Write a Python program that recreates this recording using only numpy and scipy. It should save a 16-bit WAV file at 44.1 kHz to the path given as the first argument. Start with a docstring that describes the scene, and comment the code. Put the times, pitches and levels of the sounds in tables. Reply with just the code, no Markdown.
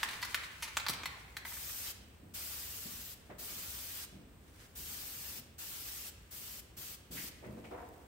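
"""An aerosol paint can is shaken in a large workshop, its mixing pea clacking on the tin, then sprayed
in eight hissing bursts at a steel beam. Each clack is a dispersed blow with a faint ring of the tin.
The painter shifts her feet, with damped noise for soles on concrete, and her jacket rustles and ticks.
The floor and the car close by reflect each clack, the hall rings on, and a low rumble lies under it all."""
import sys
import numpy as np
from scipy import signal
from scipy.fft import rfft, irfft, next_fast_len
from scipy.io import wavfile
from scipy.ndimage import uniform_filter1d, map_coordinates

SR = 44100
rng = np.random.default_rng(int(sys.argv[2]) if len(sys.argv) > 2 else 0)


def wrap_up_sound(samples):
    """Save the sound to the file named by the first command line argument, as 16-bit audio."""
    columns = np.atleast_2d(samples).T
    # keep every value between -1 and 1, then stretch to whole-number steps
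    tamed = np.clip(columns, -1, 1)
    steps = np.round(tamed * 32767).astype(np.int16)
    wavfile.write(sys.argv[1], SR, steps)


N = 355887  # samples in the scene


def amp(db):
    """Decibels to gain."""
    return 10 ** (np.asarray(db) / 20)


def unit(x):
    """Scaled to rms 1."""
    return x / np.sqrt(np.mean(x ** 2) + 1e-20)


def along(points, hz):
    """Values of (Hz, value) points, interpolated on a log frequency axis."""
    f, v = np.transpose(points)
    return np.interp(np.log(hz + 1), np.log(f + 1), v)


def wobble(rate):
    """A smooth random curve through rate random knots a second."""
    knots = rng.standard_normal(int(N * rate / SR) + 4)
    return map_coordinates(knots, [np.arange(N) * rate / SR])


def filtered(x, response):
    """x shaped by a response, given as a function of frequency in Hz."""
    m = next_fast_len(x.shape[-1] + 8192)  # spare room for the filter's ringing
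    spectrum = rfft(x, m) * response(np.fft.rfftfreq(m, 1 / SR))
    return irfft(spectrum, m)[..., :x.shape[-1]]


def resonance(f, centre, width):
    """Response of one damped resonance."""
    return 1j * f * width / (centre ** 2 - f ** 2 + 1j * f * width)


def pulse(gain, size=1024):
    """The shortest causal (minimum-phase) click with the given gain over frequency."""
    cepstrum = irfft(np.log(gain(np.fft.rfftfreq(size, 1 / SR)) + 1e-9))
    folded = np.r_[cepstrum[0], 2 * cepstrum[1:size // 2]]
    return irfft(np.exp(rfft(folded, size)))


def diffuse(n):
    """Noise arriving from all around: alike left and right in the bass, nearly unrelated in the treble."""
    # Each row: frequency in Hz, likeness of left and right (1 is identical)
    alike = [(60, 0.96), (130, 0.94), (290, 0.82), (640, 0.32), (1400, 0.076), (7000, 0.045)]

    def mid_and_side(f):
        angle = np.arccos(np.clip(along(alike, f), -1, 1)) / 2
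        return np.array([np.cos(angle), np.sin(angle)])

    mid, side = filtered(rng.standard_normal((2, n)), mid_and_side)
    return np.array([mid + side, mid - side])


def noise(spectrum):
    """Diffuse noise of rms 1 with the given colour."""
    return unit(filtered(diffuse(N), lambda f: amp(along(spectrum, f))))


def add(out, s, sound):
    """Mix a sound in at time s, in seconds."""
    part = out[:, max(round(s * SR), 0):][:, :sound.shape[-1]]
    part += sound[..., :part.shape[1]]


def hall(x, build=0.0024):
    """The workshop's tail: it builds up (time constant in s), then each frequency dies at its own speed."""
    # Each row: frequency in Hz, time to fall 60 dB in seconds
    decay = [(150, 1.28), (500, 1.67), (1200, 0.99), (2500, 1.11), (5000, 0.64), (9000, 0.51),
             (15000, 0.25)]
    hz, t, z = signal.stft(diffuse(SR), SR, nperseg=256)
    fade = amp(-60 * t / along(decay, hz)[:, None]) * (1 - np.exp(-t / build))
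    tail = signal.istft(z * fade, SR, nperseg=256)[1]
    tail = tail / np.linalg.norm(tail[0])
    return signal.fftconvolve(np.atleast_2d(x), tail, axes=1)[:, :N]


def background(air_db=-58):
    """The rumble and faint hiss of the building, as steady noise that wavers slightly."""
    # Each row: frequency in Hz, relative level in dB per Hz
    air = [(22, -29), (45, -6.5), (60, 2.5), (88, -1.5), (135, -9.5), (250, -12.5), (450, -16), (850, -23),
           (3000, -30.5), (6400, -42.5), (8400, -30), (10000, -45), (16000, -30.5)]
    return noise(air) * amp(air_db + 0.22 * wobble(3.5))


def lingering(db=-48, t60=1.8):
    """The hall still rings with earlier shaking: coloured noise falls 60 dB in t60 seconds."""
    # Each row: frequency in Hz, relative level in dB per Hz
    colour = [(500, -6.5), (1000, -4), (2200, -1.5), (4500, -7), (9000, -40), (15000, -34)]
    return noise(colour) * amp(db - 60 * np.arange(N) / SR / t60)


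def jacket(crease_db=1.5, grain_db=1.5, tick_db=-65, tick_spread_db=3, tick_t60=0.02, count=14):
    """Stiff cloth rubs in creases of fine grains with each swing of the arm; its fittings tick."""
    # Each row: frequency in Hz, relative level in dB per Hz
    cloth = [(300, -22), (1500, 1.5), (4000, -4.5), (8500, -6), (10500, -9.5), (15000, -10.5)]
    # Each row: fastest moment of the swing in seconds, level in dB,
    # time to swell or fade by a factor e in seconds
    swings = [(.1, -49.5, 0.77), (3.25, -69.5, 0.46), (4.62, -60.5, 0.16), (6.2, -70, 0.29), (7.65, -66, 1)]
    # The fittings tick while the arm comes back: from and to, in seconds
    ticking = (7.45, 8.0)
    t = np.arange(N) / SR
    rubbing = sum(amp(db) * np.exp(-np.abs(t - s) / swell) for s, db, swell in swings)
    texture = amp(crease_db * wobble(35) + grain_db * wobble(600))
    out = unit(noise(cloth) * texture) * rubbing
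    t = t[:SR // 20]
    for s in rng.uniform(*ticking, size=count):
        bright = np.diff(diffuse(len(t) + 1))  # differencing favours the treble
        add(out, s, bright * amp(rng.normal(tick_db, tick_spread_db) - 60 * t / tick_t60))
    return out


def bump(hz, width, rise, t60):
    """A soft contact: noise swells and dies in one broad resonance."""
    t = np.arange(SR // 2) / SR
    press = amp(-60 * t / t60) * (1 - np.exp(-t / rise))
    body = press * filtered(diffuse(len(t)), lambda f: resonance(f, hz, width) ** 2)
    return unit(body) * np.sqrt(np.mean(press ** 2))


def drag(hold, level_db, pitch, grit_db):
    """A sole slips unevenly over the concrete, and the noise sounds through its resonances."""
    # Each row: centre in Hz and width in Hz, both at pitch ratio 1, relative level in dB
    modes = [(298, 110, -7), (475, 120, -3.5), (722, 120, 2), (960, 160, -0.5), (1500, 950, -12)]
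    rise_s, fade_db_per_s = 0.043, 100
    t = np.arange(N) / SR

    def sole(f):
        # neighbouring resonances have opposite signs
        return sum((-1) ** k * amp(db) * resonance(f / pitch, hz, width) ** 2
                   for k, (hz, width, db) in enumerate(modes))

    slips = diffuse(N) * amp(grit_db * wobble(121))
    fade = amp(level_db - fade_db_per_s * np.maximum(t - rise_s - hold, 0))
    return unit(filtered(slips, sole)) * np.minimum(t / rise_s, 1) * fade


def feet(grit_db=2.5, hall_db=-6):
    """Soft thuds, scuffs and squeaks as bumps of noise, and a sole that drags in small uneven slips."""
    # A hand bumps the can (the first row), then shoes and knees on the floor.
    # Each row: start in seconds, level in dB, time to fall 60 dB in seconds
    thuds = [(0.894, -37, 0.045), (2.0, -57, .25), (2.228, -52, .26), (2.851, -45.5, 0.15),
             (3.292, -47.5, 0.12), (3.495, -54.5, 0.37), (4.12, -50.5, 0.54), (4.78, -58, 0.54),
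             (5.36, -53, 0.27), (6.77, -54.5, 0.16), (7.1, -48, 0.63), (7.455, -45, 0.47)]
    # A sole scuffs or squeaks. Each row: start in seconds, level in dB, centre in Hz
    scuffs = [(3.297, -45.5, 530), (3.297, -52.5, 1710), (7.166, -41.5, 2030), (7.424, -47, 420),
              (7.44, -53.5, 1890), (7.568, -46.5, 310), (7.638, -48.5, 560), (7.638, -52.5, 2340),
              (7.71, -40, 466)]
    # A sole drags. Each row: start in seconds, hold in seconds, level in dB, pitch ratio
    drags = [(7.425, 0.039, -56, 0.648), (7.708, 0.045, -49.5, 1)]
    out = np.zeros((2, N))
    for s, db, t60 in thuds:
        # long thuds also rise slowly
        add(out, s, amp(db) * bump(hz=175, width=210, rise=0.016 * t60, t60=t60))
    for s, db, hz in scuffs:
        width = 790 * np.sqrt(hz / 1000)  # Hz
        add(out, s, amp(db) * bump(hz, width, rise=0.0064, t60=0.21))
    for s, hold, level_db, pitch in drags:
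        add(out, s, drag(hold, level_db, pitch, grit_db))
    return out + amp(hall_db) * hall(out.mean(axis=0))


def patchy(x, depth_db):
    """Uneven noise: small random patches of time and frequency swell and fade."""
    z = signal.stft(x, nperseg=512)[2]
    field = rng.standard_normal(z.shape[1:])
    field = uniform_filter1d(uniform_filter1d(field, size=3, axis=0), size=4, axis=1)
    return signal.istft(z * amp(depth_db * unit(field)), nperseg=512)[1][:, :N]


def spray(flutter_db=.5, spit_db=0.15, splash_db=-5, hall_db=-9):
    """The jet hisses at the nozzle and rushes, lower, on the steel; droplets make the flow flutter."""
    # The valve is held down while the hand sweeps the nozzle. Each row: from and to in seconds,
    # level in dB, change over the sweep in dB
    bursts = [(1.446, 1.927, -44, 4.5), (2.337, 3.153, -45.5, -5), (3.381, 4.061, -45, 0.5),
              (4.751, 5.411, -45.5, 0), (5.58, 6.108, -46, -0.2), (6.306, 6.614, -47.5, -1),
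              (6.766, 6.965, -47.4, -1.5), (7.108, 7.301, -46, 1)]
    # The jet at the left and right microphone. Each row: frequency in Hz, relative level in dB per Hz
    jet_left = [(4000, -49), (9500, -20), (11000, -8), (12500, -2), (14500, -1.5), (16000, -4.5)]
    jet_right = [(4000, -17.5), (7000, -13), (8400, -5), (10000, -16.5), (11000, -8.5), (12300, -15),
                 (14000, -8), (16000, -11)]
    # The spray striking the steel. Each row: frequency in Hz, relative level in dB per Hz
    splash = [(200, -16), (850, -9), (1400, -4.5), (2200, -3), (3100, -.5), (3900, -1.5), (5000, .5),
              (7200, -1), (9500, -2.5), (16000, -26)]
    t, flow = np.arange(N) / SR, np.zeros(N)
    opening, closing = .007, .018  # time constant and length of the closing ramp, s
    for start, stop, db, sweep_db in bursts:
        valve = (1 - np.exp(-np.maximum(t - start, 0) / opening)) * np.clip((stop - t) / closing, 0, 1)
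        flow += valve * amp(db + sweep_db * np.interp(t, [start, stop], [-.5, .5]))
    flow *= amp(flutter_db * wobble(55) + spit_db * wobble(900))
    jet = unit(filtered(diffuse(N), lambda f: amp([along(jet_left, f), along(jet_right, f)])))
    rush = noise(splash) * amp(splash_db + 0.95 * wobble(9))
    hiss = patchy(flow * (jet + rush), depth_db=2.0)
    return hiss + amp(hall_db) * hall(hiss)


def nearby(echo_db=-1.0, wall_s=0.018, wall_db=-14, scatter_db=-2, scatter_t60=0.057, dull_db=-5, bright_db=5):
    """Direct sound, two distinct echoes and a scatter off the car that favours the treble."""
    t = np.arange(SR // 8) / SR
    # the first echo's delay changes as the can swings
    echo_s = rng.uniform(.0028, .0036)
    scatter = diffuse(len(t)) * amp(-60 * t / scatter_t60) * (1 - np.exp(-t / echo_s)) ** 2
    scatter *= amp(scatter_db) / np.linalg.norm(scatter[0])
    colour = [(2000, dull_db), (5000, 1), (10000, bright_db)]  # Hz, dB
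    paths = filtered(scatter, lambda f: amp(along(colour, f)))
    for s, db in [(0, 0), (echo_s, echo_db), (wall_s, wall_db)]:
        paths[:, round(s * SR)] += amp(db)
    return paths


def contact(skid, chatter=0.096):
    """One blow, then the pea chatters along the wall for about skid seconds; unit energy."""
    t = np.arange(SR // 25) / SR
    force = chatter * rng.standard_normal(len(t)) * np.exp(-t / max(skid, 1e-4))
    force[0] = 1
    force = force / np.linalg.norm(force)
    lag = .0008  # delay at 1 kHz, s
    # bending waves in thin tin are dispersive: the treble arrives first
    return filtered(force, lambda f: np.exp(-4j * np.pi * lag * np.sqrt(1000 * f)))


def settling(count=3):
    """With the can upright the pea bounces to rest, each bounce sooner and softer; rows as for the hits."""
    first_s, flight_s, shrink = 1.451, .068, .75  # first touch, first flight, each flight over the one before
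    level_db, loss_db, tilt_db, skid_s = -50, 3.5, -11, 0.0044  # loss a bounce; tilt per octave
    return [(first_s + flight_s * np.sum(shrink ** np.arange(k)), level_db - loss_db * k, tilt_db, skid_s)
            for k in range(count)]


def rattle(clack_db=21, ring_db=-50, ring_t60=0.61, hall_db=-3, ripple_db=1.9):
    """Each blow of the pea gives a short clack, brighter or duller by where it lands, and a faint tin ring."""
    # The pea hits the can. Each row: time in seconds, relative level in dB,
    # brightness in dB per octave, skid along the wall in seconds
    hits = [(.031, -29.5, -4, 0.0017), (0.088, -39.5, -2, .001), (.11, -47, 1, .001),
            (0.1327, -44.5, -4, .001), (0.2173, -47, 2, .001), (0.2273, -34, -3.5, 0.0076),
            (0.2496, -41.5, 0, .001), (.345, -29.5, -3, 0.0015), (.435, -46, -6, .008),
            (0.6241, -33, -1, 0.018), (.678, -45, -4.5, 0.0074), (.7625, -54, 2, .002),
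            (0.7696, -29, -2, 0.00042), (0.7992, -41, -3, 0.0009), (0.865, -34.5, -7, 0.00087),
            (0.8849, -30.5, 0.5, 0.0011), (0.8962, -33, 2.5, 0.0028), (0.934, -40.5, -0.5, 0.00089),
            (1.0341, -42, -5.5, 0.002), (1.057, -34.5, -3, 0.0045), (1.3681, -38, -1.5, .002)]
    # Colour of a clack. Each row: frequency in Hz, relative level in dB
    clack_colour = [(100, -33), (550, -7), (760, -0.5), (1030, 6.5), (1400, 5.5), (2200, 7.5), (2900, 3.5),
                    (4400, 7), (5300, 1.5), (9000, -3), (15500, -5)]
    # The tin rings on. Each row: frequency in Hz, relative level in dB
    tin = [(1063, 0), (1314, -19), (1796, 1.5), (2090, -3), (2145, -2.5), (2353, 7), (3130, 5), (3733, 0),
           (4176, -9), (4454, -5)]
    out, t = np.zeros((2, N)), np.arange(SR) / SR
    for s, level_db, tilt_db, skid in hits + settling():
        # the brightness tilts about 4.2 kHz and levels off outside these two points
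        spot = [(hz, level_db + tilt_db * np.log2(hz / 4200)) for hz in (2200, 10000)]
        ripple = np.c_[np.geomspace(800, 16000, 24), rng.normal(0, ripple_db, size=24)]
        click = pulse(lambda f: amp(clack_db + along(clack_colour, f) + along(spot, f) + along(ripple, f)))
        clack = signal.fftconvolve(contact(skid), click)
        add(out, s, signal.fftconvolve(clack[None], nearby(), axes=1))
        add(out, s, amp(hall_db) * hall(clack))
        # sloshing paint makes the ring waver
        slosh = np.cumsum(rng.standard_normal(SR)) * np.sqrt(30 / SR)
        for hz, db in tin:
            t60 = ring_t60 * min(1, 2200 / hz)  # high modes die sooner
            phase = 2 * np.pi * hz * t + slosh * hz / 2200 + rng.uniform(0, 2 * np.pi, (2, 1))
            ring_level = clack_db + ring_db + along(spot, hz) + db
            add(out, s, amp(ring_level - 60 * t / t60) * np.sin(phase))
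    return out


def scene():
    """Everything heard in the workshop."""
    return background() + lingering() + jacket() + feet() + spray() + rattle()


def record(dry):
    """The microphones' band limit: nothing is kept from 15.78 kHz up."""
    return filtered(dry, lambda f: f < 15780)


dry = scene()
out = record(dry)
wrap_up_sound(out)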